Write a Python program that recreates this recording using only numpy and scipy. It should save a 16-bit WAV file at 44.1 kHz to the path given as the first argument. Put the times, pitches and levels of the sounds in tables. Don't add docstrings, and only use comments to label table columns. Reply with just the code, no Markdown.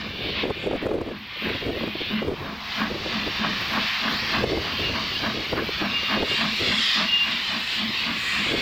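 import sys
import numpy as np
from scipy import signal
from scipy.fft import rfft, irfft, next_fast_len
from scipy.io import wavfile
from scipy.ndimage import uniform_filter1d

SR = 44100
rng = np.random.default_rng(int(sys.argv[2]) if len(sys.argv) > 2 else 0)


def digitize_waveform(pressure):
    field = np.atleast_2d(pressure).T
    bounded = np.clip(field, -1, 1)
    quanta = np.round(bounded * 32767).astype(np.int16)
    wavfile.write(sys.argv[1], SR, quanta)


N = 379701
T = np.arange(N) / SR

# (frequency [Hz], relative density [dB per Hz])
ROLLING_SPECTRUM = [(25, -10), (70, 1), (125, -6), (215, 5.5), (300, -10.5), (520, -16), (700, -1.5),
                    (1100, 1.5), (2000, -10), (5000, -13), (9000, -48), (16000, -30)]
# (time [s], level [dB])
ROLLING_LEVEL = [(0, -44.5), (1.2, -48.5), (2.4, -40), (3.6, -36.5), (6, -41.5), (8.6, -44)]

# (frequency [Hz], relative density [dB per Hz])
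CICADA_SPECTRUM = [(5000, -42), (10000, -14), (12100, -22), (12700, -2), (13600, -10), (14200, 3),
                   (14800, -5), (15800, -8.5)]
# (share of cycle [0..1], relative level [dB])
TYMBAL_CLICKS = [(0, 0), (.267, -.5), (.593, -1), (.793, 0)]
# (time [s], relative level [dB])
CICADA_EFFORT = [(0, -69), (.2, -60), (1.05, -70), (1.6, -61), (2.45, -63), (3.0, -62), (3.6, -55.5),
                 (4.3, -53), (4.7, -59), (5.5, -57.5), (6.7, -55), (7.5, -58.5), (8.0, -55.5), (8.61, -56)]
BUZZ_TIMES_S = [1.44, 1.84, 2.14, 2.79, 4.17, 4.81, 5.2, 5.73, 6.1, 6.96]
CICADA_HZ, BUZZ_LENGTH_S, BUZZ_RELATIVE_DB = 26.8, .13, -56

# (frequency [Hz], relative density [dB per Hz])
RUMBLE_SPECTRUM = [(15, -24), (26, -20), (40, -5), (68, 4.5), (130, 2), (200, -1), (320, -8), (600, -51)]
# (frequency [Hz], relative density [dB per Hz])
FLUTTER_SPECTRUM = [(80, -11), (200, -9), (330, 2), (480, -1), (650, -6.5), (850, -19.5), (1200, -24),
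                    (2200, -33), (6000, -47.5), (12000, -57)]
# (time [s], relative level [dB])
BREEZE_LEVEL = [(0, -41), (.2, -37), (1.05, -43), (1.28, -50), (1.55, -47), (2.45, -37), (2.62, -58),
                (2.9, -41.5), (3.75, -42), (3.95, -61), (4.2, -40), (5.3, -39.5), (6.6, -46.5), (7.2, -51),
                (8.1, -45.5), (8.61, -41)]
# (time [s], length [s], relative flutter [dB], relative rumble [dB])
GUST_EVENTS = [(0.273, 0.15, -32, -43), (0.472, 0.063, -24, -41), (.7, .12, -25, -39),
               (0.835, 0.046, -22.5, -44), (0.958, 0.12, -20.5, -36), (1.092, .07, -27.5, -49),
               (1.522, 0.1, -31.5, -36), (1.687, .11, -24, -33), (1.837, .14, -33, -43),
               (2.283, .09, -22.5, -31), (2.944, 0.074, -27, -39), (3.09, 0.09, -33, -44),
               (3.27, 0.075, -36, -36.5), (3.55, .16, -39.5, -48), (3.803, 0.084, -40, -44),
               (4.082, 0.12, -36.5, -40), (4.24, 0.043, -34, -34), (4.425, .1, -26, -28),
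               (4.547, 0.15, -24, -29), (4.866, 0.15, -30, -34), (5.382, 0.067, -31.5, -33),
               (5.58, .11, -25.5, -31), (5.838, 0.037, -29.5, -39), (6.207, .1, -23.5, -39),
               (6.332, 0.064, -32.5, -39), (6.663, .11, -26.5, -32), (8.564, 0.15, -28, -37)]
# (time [s], length [s], relative level [dB])
BUFFET_EVENTS = [(0.44, .0072, -19), (0.455, 0.0044, -18), (0.507, 0.016, -19.5), (.674, .018, -18.5),
                 (0.714, 0.0061, -19), (.736, .012, -21), (0.869, 0.01, -16.5), (0.917, .014, -19),
                 (.951, .034, -21), (.986, 0.011, -24), (1.014, .016, -26), (1.774, 0.017, -26.5),
                 (1.839, 0.011, -23), (1.88, 0.0077, -23.5), (1.957, .0087, -27), (2.015, 0.016, -27.5),
                 (2.226, 0.009, -19.5), (2.29, .03, -23.5), (3.062, 0.011, -27), (3.277, 0.015, -26),
                 (4.531, 0.026, -18), (4.576, 0.013, -20), (5.534, 0.014, -18), (5.692, 0.0076, -24.5),
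                 (5.824, 0.013, -23), (6.231, 0.013, -17.5), (8.544, 0.017, -20)]
GUST_EDGE_EXPONENT = 4.0

# (time [s], length [s], pitch [Hz], relative level [dB])
SQUEAL_EVENTS = [(4.86, 0.051, 2818, -29.5), (5.16, 0.012, 2818, -28.5), (5.966, 0.051, 2810, -26),
                 (6.03, 0.059, 2820, -32.5), (6.08, 0.036, 2812, -35), (6.187, 0.037, 2810, -33),
                 (6.323, 0.066, 2812, -29.5), (6.38, .04, 2795, -35), (7.096, 0.019, 2818, -23),
                 (7.14, 0.027, 2822, -18), (7.168, 0.024, 2818, -18.5), (7.22, 0.037, 2793, -19),
                 (7.32, 0.07, 2805, -34.5)]

# (time [s], length [s], level [dB])
SPIT_EVENTS = [(0.64, 0.078, -60), (6.35, .16, -50), (6.6, 0.19, -52), (6.79, 0.24, -46),
               (7.3, 0.15, -56.5), (7.5, 0.2, -55), (7.72, 0.18, -49.5), (8.0, 0.19, -56),
               (8.28, 0.17, -45.5), (8.47, 0.36, -48)]
# (frequency [Hz], width [Hz], relative level [dB])
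SPIT_RESONANCES = [(7030, 620, -5), (8000, 500, -16), (9450, 600, -20)]

# (time [s], relative level [dB], treble lift [dB])
VALVE_LEVEL = [(0, -35.5, -2), (.15, -42.5, -3), (.55, -41.5, -5), (1.05, -45.5, -10), (1.3, -43, -5),
               (1.6, -38.5, -5.5), (2.4, -43, -6), (2.65, -39.5, 4.5), (3.0, -37.5, 3.5), (3.4, -33.5, 3.5),
               (3.8, -31, 3.5), (4.3, -31.5, 7), (4.62, -34, 6.5), (5.65, -34.5, 5.5), (6.1, -30, 2.5),
               (6.95, -28.5, 5), (7.3, -32, -2.5), (8.1, -32.5, 1.5), (8.61, -28, -3)]
# (frequency [Hz], relative density [dB per Hz])
VALVE_SPECTRUM = [(500, -31), (850, -14.5), (1100, -2.5), (1400, -6.5), (1750, -1), (2600, 2), (3600, 0),
                  (4700, -5), (5100, -11), (5500, -13.5), (6200, -24), (7400, -32), (8600, -40),
                  (12000, -45.5)]
VALVE_EDGES_HZ = [1500, 1950, 2300, 2700, 3100, 3600, 4200, 4900, 5700, 6700]
# (time [s], length [s], best band [Hz], half-width [octaves], nominal lift [dB])
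WIND_SURGES = [(.28, .25, 3350, .36, 16), (0.413, 0.098, 2800, .75, 10.5), (.61, .19, 2650, .26, 12.5),
               (0.798, 0.2, 2000, 0.83, 8), (1.336, .2, 2700, .2, 7), (1.48, 0.22, 2220, 1.1, 7),
               (1.77, 0.38, 2300, 0.65, 3), (2.07, .23, 3150, .42, 11.5), (2.185, .08, 1800, 1.1, 9.5),
               (2.55, .3, 1500, .2, 5), (2.75, .22, 3000, 1.3, 5), (3.2, .16, 3200, .6, 3),
               (3.92, 0.58, 1750, .14, 4), (4.325, 0.19, 2100, 0.46, 4), (4.795, 0.2, 3200, 0.29, 6.5),
               (5.185, .18, 3600, 0.47, 3.5), (6.408, 0.1, 1990, .6, 2.5), (6.677, 0.23, 2700, 0.64, 3),
               (6.897, 0.26, 4260, 0.49, 4), (7.508, 0.13, 4200, 0.63, 4.5), (7.783, 0.17, 3650, 0.41, 5.5),
               (8.006, 0.15, 3400, 0.57, 4.5), (8.297, 0.22, 1960, 0.23, 8.5),
               (8.452, 0.2, 2480, 0.43, 3.5)]
# (frequency [Hz], relative density [dB per Hz])
SIDE_HISS_SPECTRUM = [(800, 15), (1600, 2), (2500, -24), (4300, -16), (4900, 8), (6700, 10), (7600, -16),
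                      (10000, -35)]
BAND_WANDER_DB, BAND_WANDER_PER_S = 1.5, 4.6
SURGE_CONTRAST = .12
SIDE_HISS_RELATIVE_DB = -36.5

# (time [s], relative bark [dB], relative chimney thump [dB])
CHUFF_EVENTS = [(0.022, -42, -42.5), (0.4, -36, -39.5), (0.755, -41, -39), (1.135, -44, -42),
                (1.463, -35, -35.5), (1.825, -42, -36), (2.149, -34, -30.5), (2.482, -38.5, -41.5),
                (2.819, -26.5, -32), (3.155, -32, -36.5), (3.443, -28, -30), (3.759, -27.5, -34),
                (4.075, -27, -34), (4.366, -26, -34), (4.679, -32.5, -40), (4.972, -31, -39.5),
                (5.265, -28.5, -35.5), (5.582, -31.5, -38), (5.843, -28.5, -34), (6.138, -27.5, -34.5),
                (6.433, -27.5, -32.5), (6.725, -33, -36), (7, -26, -37.5), (7.295, -34, -39),
                (7.536, -32, -39.5), (7.822, -35, -35.5), (8.085, -35.5, -36), (8.381, -36, -37.5)]
# (frequency [Hz], width [Hz], relative level [dB])
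BARK_RESONANCES = [(650, 43, 1), (825, 62, -7.5), (1091, 99, 3), (1250, 23, -5.5), (1640, 170, 1),
                   (2310, 60, -26)]
# (frequency [Hz], relative density [dB per Hz])
BLAST_SPECTRUM = [(120, -15), (260, 14.5), (450, -3.5), (800, 1), (1400, 1.5), (2400, 5), (4500, -9),
                  (7000, -55), (12000, -61)]


def undb(db):
    return 10 ** (np.asarray(db) / 20)


def unit(x):
    return x / np.sqrt(np.mean(x ** 2))


def curves(table):
    time_s, *columns = np.transpose(table)
    return [np.interp(T, time_s, column) for column in columns]


def filtered(x, gain):
    size = next_fast_len(N)
    f_hz = np.arange(size // 2 + 1) * SR / size + 1
    return unit(irfft(rfft(x, size) * gain(f_hz), size)[:N])


def coloured(points, x=None):
    hz, db = np.transpose(points)
    source = rng.standard_normal(N) if x is None else x
    return filtered(source, lambda f_hz: undb(np.interp(np.log(f_hz), np.log(hz), db)))


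def resonant(modes):
    def gain(f_hz):
        return sum(undb(db) / (1 + ((f_hz - hz) / width_hz) ** 2) for hz, width_hz, db in modes)
    return filtered(rng.standard_normal(N), gain)


def split(x, edges_hz):
    lows = [signal.sosfiltfilt(signal.butter(3, hz, fs=SR, output="sos"), x) for hz in edges_hz]
    return np.diff([0 * x, *lows, x], axis=0)


def walk(rate_per_s):
    k = max(int(SR / rate_per_s), 2)
    held = np.repeat(rng.standard_normal(N // k + 2), k)[rng.integers(k):][:N]
    return unit(uniform_filter1d(uniform_filter1d(held, k), k))


def even(x, window_s):
    return x / np.sqrt(uniform_filter1d(x ** 2, int(window_s * SR)))


def around(time_s, length_s):
    return slice(*np.searchsorted(T, [time_s - 2 * length_s, time_s + 2 * length_s]))


def bursts(rows):
    power = np.zeros(N)
    for time_s, length_s, db in rows:
        near = around(time_s, length_s)
        power[near] += undb(db) ** 2 * np.exp(-(2 * (T[near] - time_s) / length_s) ** 2)
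    return np.sqrt(power)


def swells(times_s, levels_db, rise_s, fall_s):
    power = np.zeros(N)
    for time_s, db in zip(times_s, levels_db):
        near = np.abs(T - time_s) < .5
        age_s = T[near] - time_s
        rise = np.exp(-(age_s / rise_s) ** 2)
        fall = np.exp(1 - np.hypot(1, age_s / fall_s))
        power[near] += (undb(db) * np.where(age_s < 0, rise, fall)) ** 2
    return np.sqrt(power)


def rolling():
    level_db, = curves(ROLLING_LEVEL)
    return coloured(ROLLING_SPECTRUM) * undb(level_db + 0.92 * walk(6.6))


def insects():
    cycles = np.cumsum(CICADA_HZ + 0.13 * walk(2)) / SR
    snaps = np.zeros(N)
    for share, db in TYMBAL_CLICKS:
        count = np.floor(cycles - share)
        snaps += undb(db) * np.diff(count, append=count[-1])
    ticking = coloured(CICADA_SPECTRUM, snaps * undb(1.4 * walk(100)))
    near = ticking + coloured(CICADA_SPECTRUM) * undb(-3.5)
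    chorus = undb(-20) * coloured(CICADA_SPECTRUM) * np.array([[1], [-1]])
    effort_db, = curves(CICADA_EFFORT)
    buzz = bursts((time_s, BUZZ_LENGTH_S, BUZZ_RELATIVE_DB) for time_s in BUZZ_TIMES_S)
    effort = np.hypot(undb(effort_db), buzz) * undb(1.3 * walk(16))
    return effort * (near * undb([[-.4], [.4]]) + chorus)


def gusts():
    breeze_db, = curves(BREEZE_LEVEL)
    rumble, flutter = undb(breeze_db) ** 2, undb(breeze_db) ** 2
    for time_s, length_s, flutter_db, rumble_db in GUST_EVENTS:
        near = around(time_s, length_s)
        shape = np.exp(-np.abs(2 * (T[near] - time_s) / length_s) ** GUST_EDGE_EXPONENT)
        rumble[near] += shape * undb(rumble_db) ** 2
        flutter[near] += shape * undb(flutter_db) ** 2
    return np.sqrt(rumble), np.sqrt(flutter)


def wind():
    large_eddies, small_eddies = gusts()
    gusting = small_eddies * undb(-1.0) * unit(undb(4.3 * walk(110)))
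    strength = np.hypot(gusting, bursts(BUFFET_EVENTS))
    flutter = even(coloured(FLUTTER_SPECTRUM), 0.0117) * strength
    brief = [(time_s, length_s / 2, db) for time_s, length_s, db in BUFFET_EVENTS if length_s < .0165]
    flap = even(resonant([(745, 340, 0)]), 0.0056) * bursts(brief) * undb(-6.5)
    rumble = even(coloured(RUMBLE_SPECTRUM), 0.15) * large_eddies
    rumble = rumble * undb(-1.0) * unit(undb(2.1 * walk(30)))
    port_noise = coloured([(40, -21), (130, -5.5), (300, -0.5), (480, -3.5), (700, -6), (1100, -13.0),
                           (2000, -27.5), (6000, -57.5)])
    port_difference = port_noise * strength * undb(-16.5) * np.array([[1], [-1]])
    return flutter + flap + rumble + port_difference


def flange():
    time_s, length_s, hz, db = np.transpose(SQUEAL_EVENTS)
    pitch_hz = np.interp(T, time_s, hz) + 4 * walk(60)
    chatter = undb(.9 * walk(110))
    ringing = undb(-45.0) * np.interp(T, [4.4, 4.8, 7.2, 7.5], [0, 1, 1, 0])
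    grip = bursts(zip(time_s, length_s, db)) + ringing
    return np.sqrt(2) * np.sin(2 * np.pi * np.cumsum(pitch_hz) / SR) * grip * chatter


def spits():
    return resonant(SPIT_RESONANCES) * bursts(SPIT_EVENTS)


def across_valley(x, path_db, drift_s):
    lags_s = [.0008, .0012, .0017, .0024, .0033, .0052]
    late = sum(walk(7) * np.interp(T - lag_s - drift_s * walk(3), T, x) for lag_s in lags_s)
    return even(x + undb(path_db) * late, .08)


def safety_valve():
    level_db, treble_db = curves(VALVE_LEVEL)
    jet = across_valley(coloured(VALVE_SPECTRUM), path_db=-15, drift_s=.0002)
    edges_hz = np.array([900, *VALVE_EDGES_HZ, 9000])
    centres_hz = np.sqrt(edges_hz[1:] * edges_hz[:-1])
    times_s, lengths_s, best_hz, octaves, lift_db = np.transpose(WIND_SURGES)
    surges = np.array([bursts([(time_s, length_s, 0)]) ** 2
                       for time_s, length_s in zip(times_s, lengths_s)])
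    hiss = 0
    for band, hz in zip(split(jet, VALVE_EDGES_HZ), centres_hz):
        treble_share = np.interp(hz, [3800, 5300, 6200, 8000], [0, .9, 1, .3])
        bent_db = (hz < 1500) * 0.16 * (np.mean(level_db) - level_db)
        favour = np.exp(-(np.log2(hz / best_hz) / octaves) ** 2 / 2)
        surge_db = (lift_db * ((1 + SURGE_CONTRAST) * favour - SURGE_CONTRAST)) @ surges
        wander_db = BAND_WANDER_DB * walk(BAND_WANDER_PER_S)
        flicker_db = .7 * walk(25)
        band_db = level_db + 4.0 + treble_share * treble_db + bent_db + surge_db + wander_db + flicker_db
        hiss = hiss + band * undb(band_db)
    side_hiss = coloured(SIDE_HISS_SPECTRUM) * undb(level_db + SIDE_HISS_RELATIVE_DB)
    return hiss * undb(0.81 * walk(12)) + side_hiss * np.array([[1], [-1]])


def exhaust():
    time_s, bark_db, thump_db = np.transpose(CHUFF_EVENTS)
    bark = resonant(BARK_RESONANCES) * undb(0.5) + coloured(BLAST_SPECTRUM) * undb(-4.0)
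    bark = sum(band * undb(1.2 * walk(9)) for band in split(bark, [500, 900, 1400, 2200]))
    bark_puffs = swells(time_s, bark_db, rise_s=.04, fall_s=.033)
    bark = bark * bark_puffs * undb(1.6 * walk(120))
    pitch_hz = 213 + 9 * walk(30)
    note = np.sin(2 * np.pi * np.cumsum(pitch_hz) / SR) * undb(2.2 * walk(45))
    ring = even(resonant([(175, 9.5, -9.5), (228, 40, 5), (282, 28, -21)]), 0.081)
    thump = note * undb(5.0) + ring * undb(2.5)
    thump_puffs = swells(time_s + 0.014, thump_db, rise_s=0.05, fall_s=0.041)
    return bark + thump * thump_puffs


def scene():
    train = rolling() + flange() + spits() + safety_valve() + exhaust()
    return insects() + wind() + train


def record(dry):
    low = split(dry.mean(axis=0), [900])[0]
    keep = np.exp(-1 / (0.014 * SR))
    power = signal.lfilter([1 - keep], [1, -keep], low ** 2)
    gain = (1 + power / undb(-24.5) ** 2) ** -.4
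    low_pass = signal.ellip(10, .2, 70, 15850, fs=SR, output="sos")
    return signal.sosfilt(low_pass, dry * gain)


dry = scene()
out = record(dry)
digitize_waveform(out)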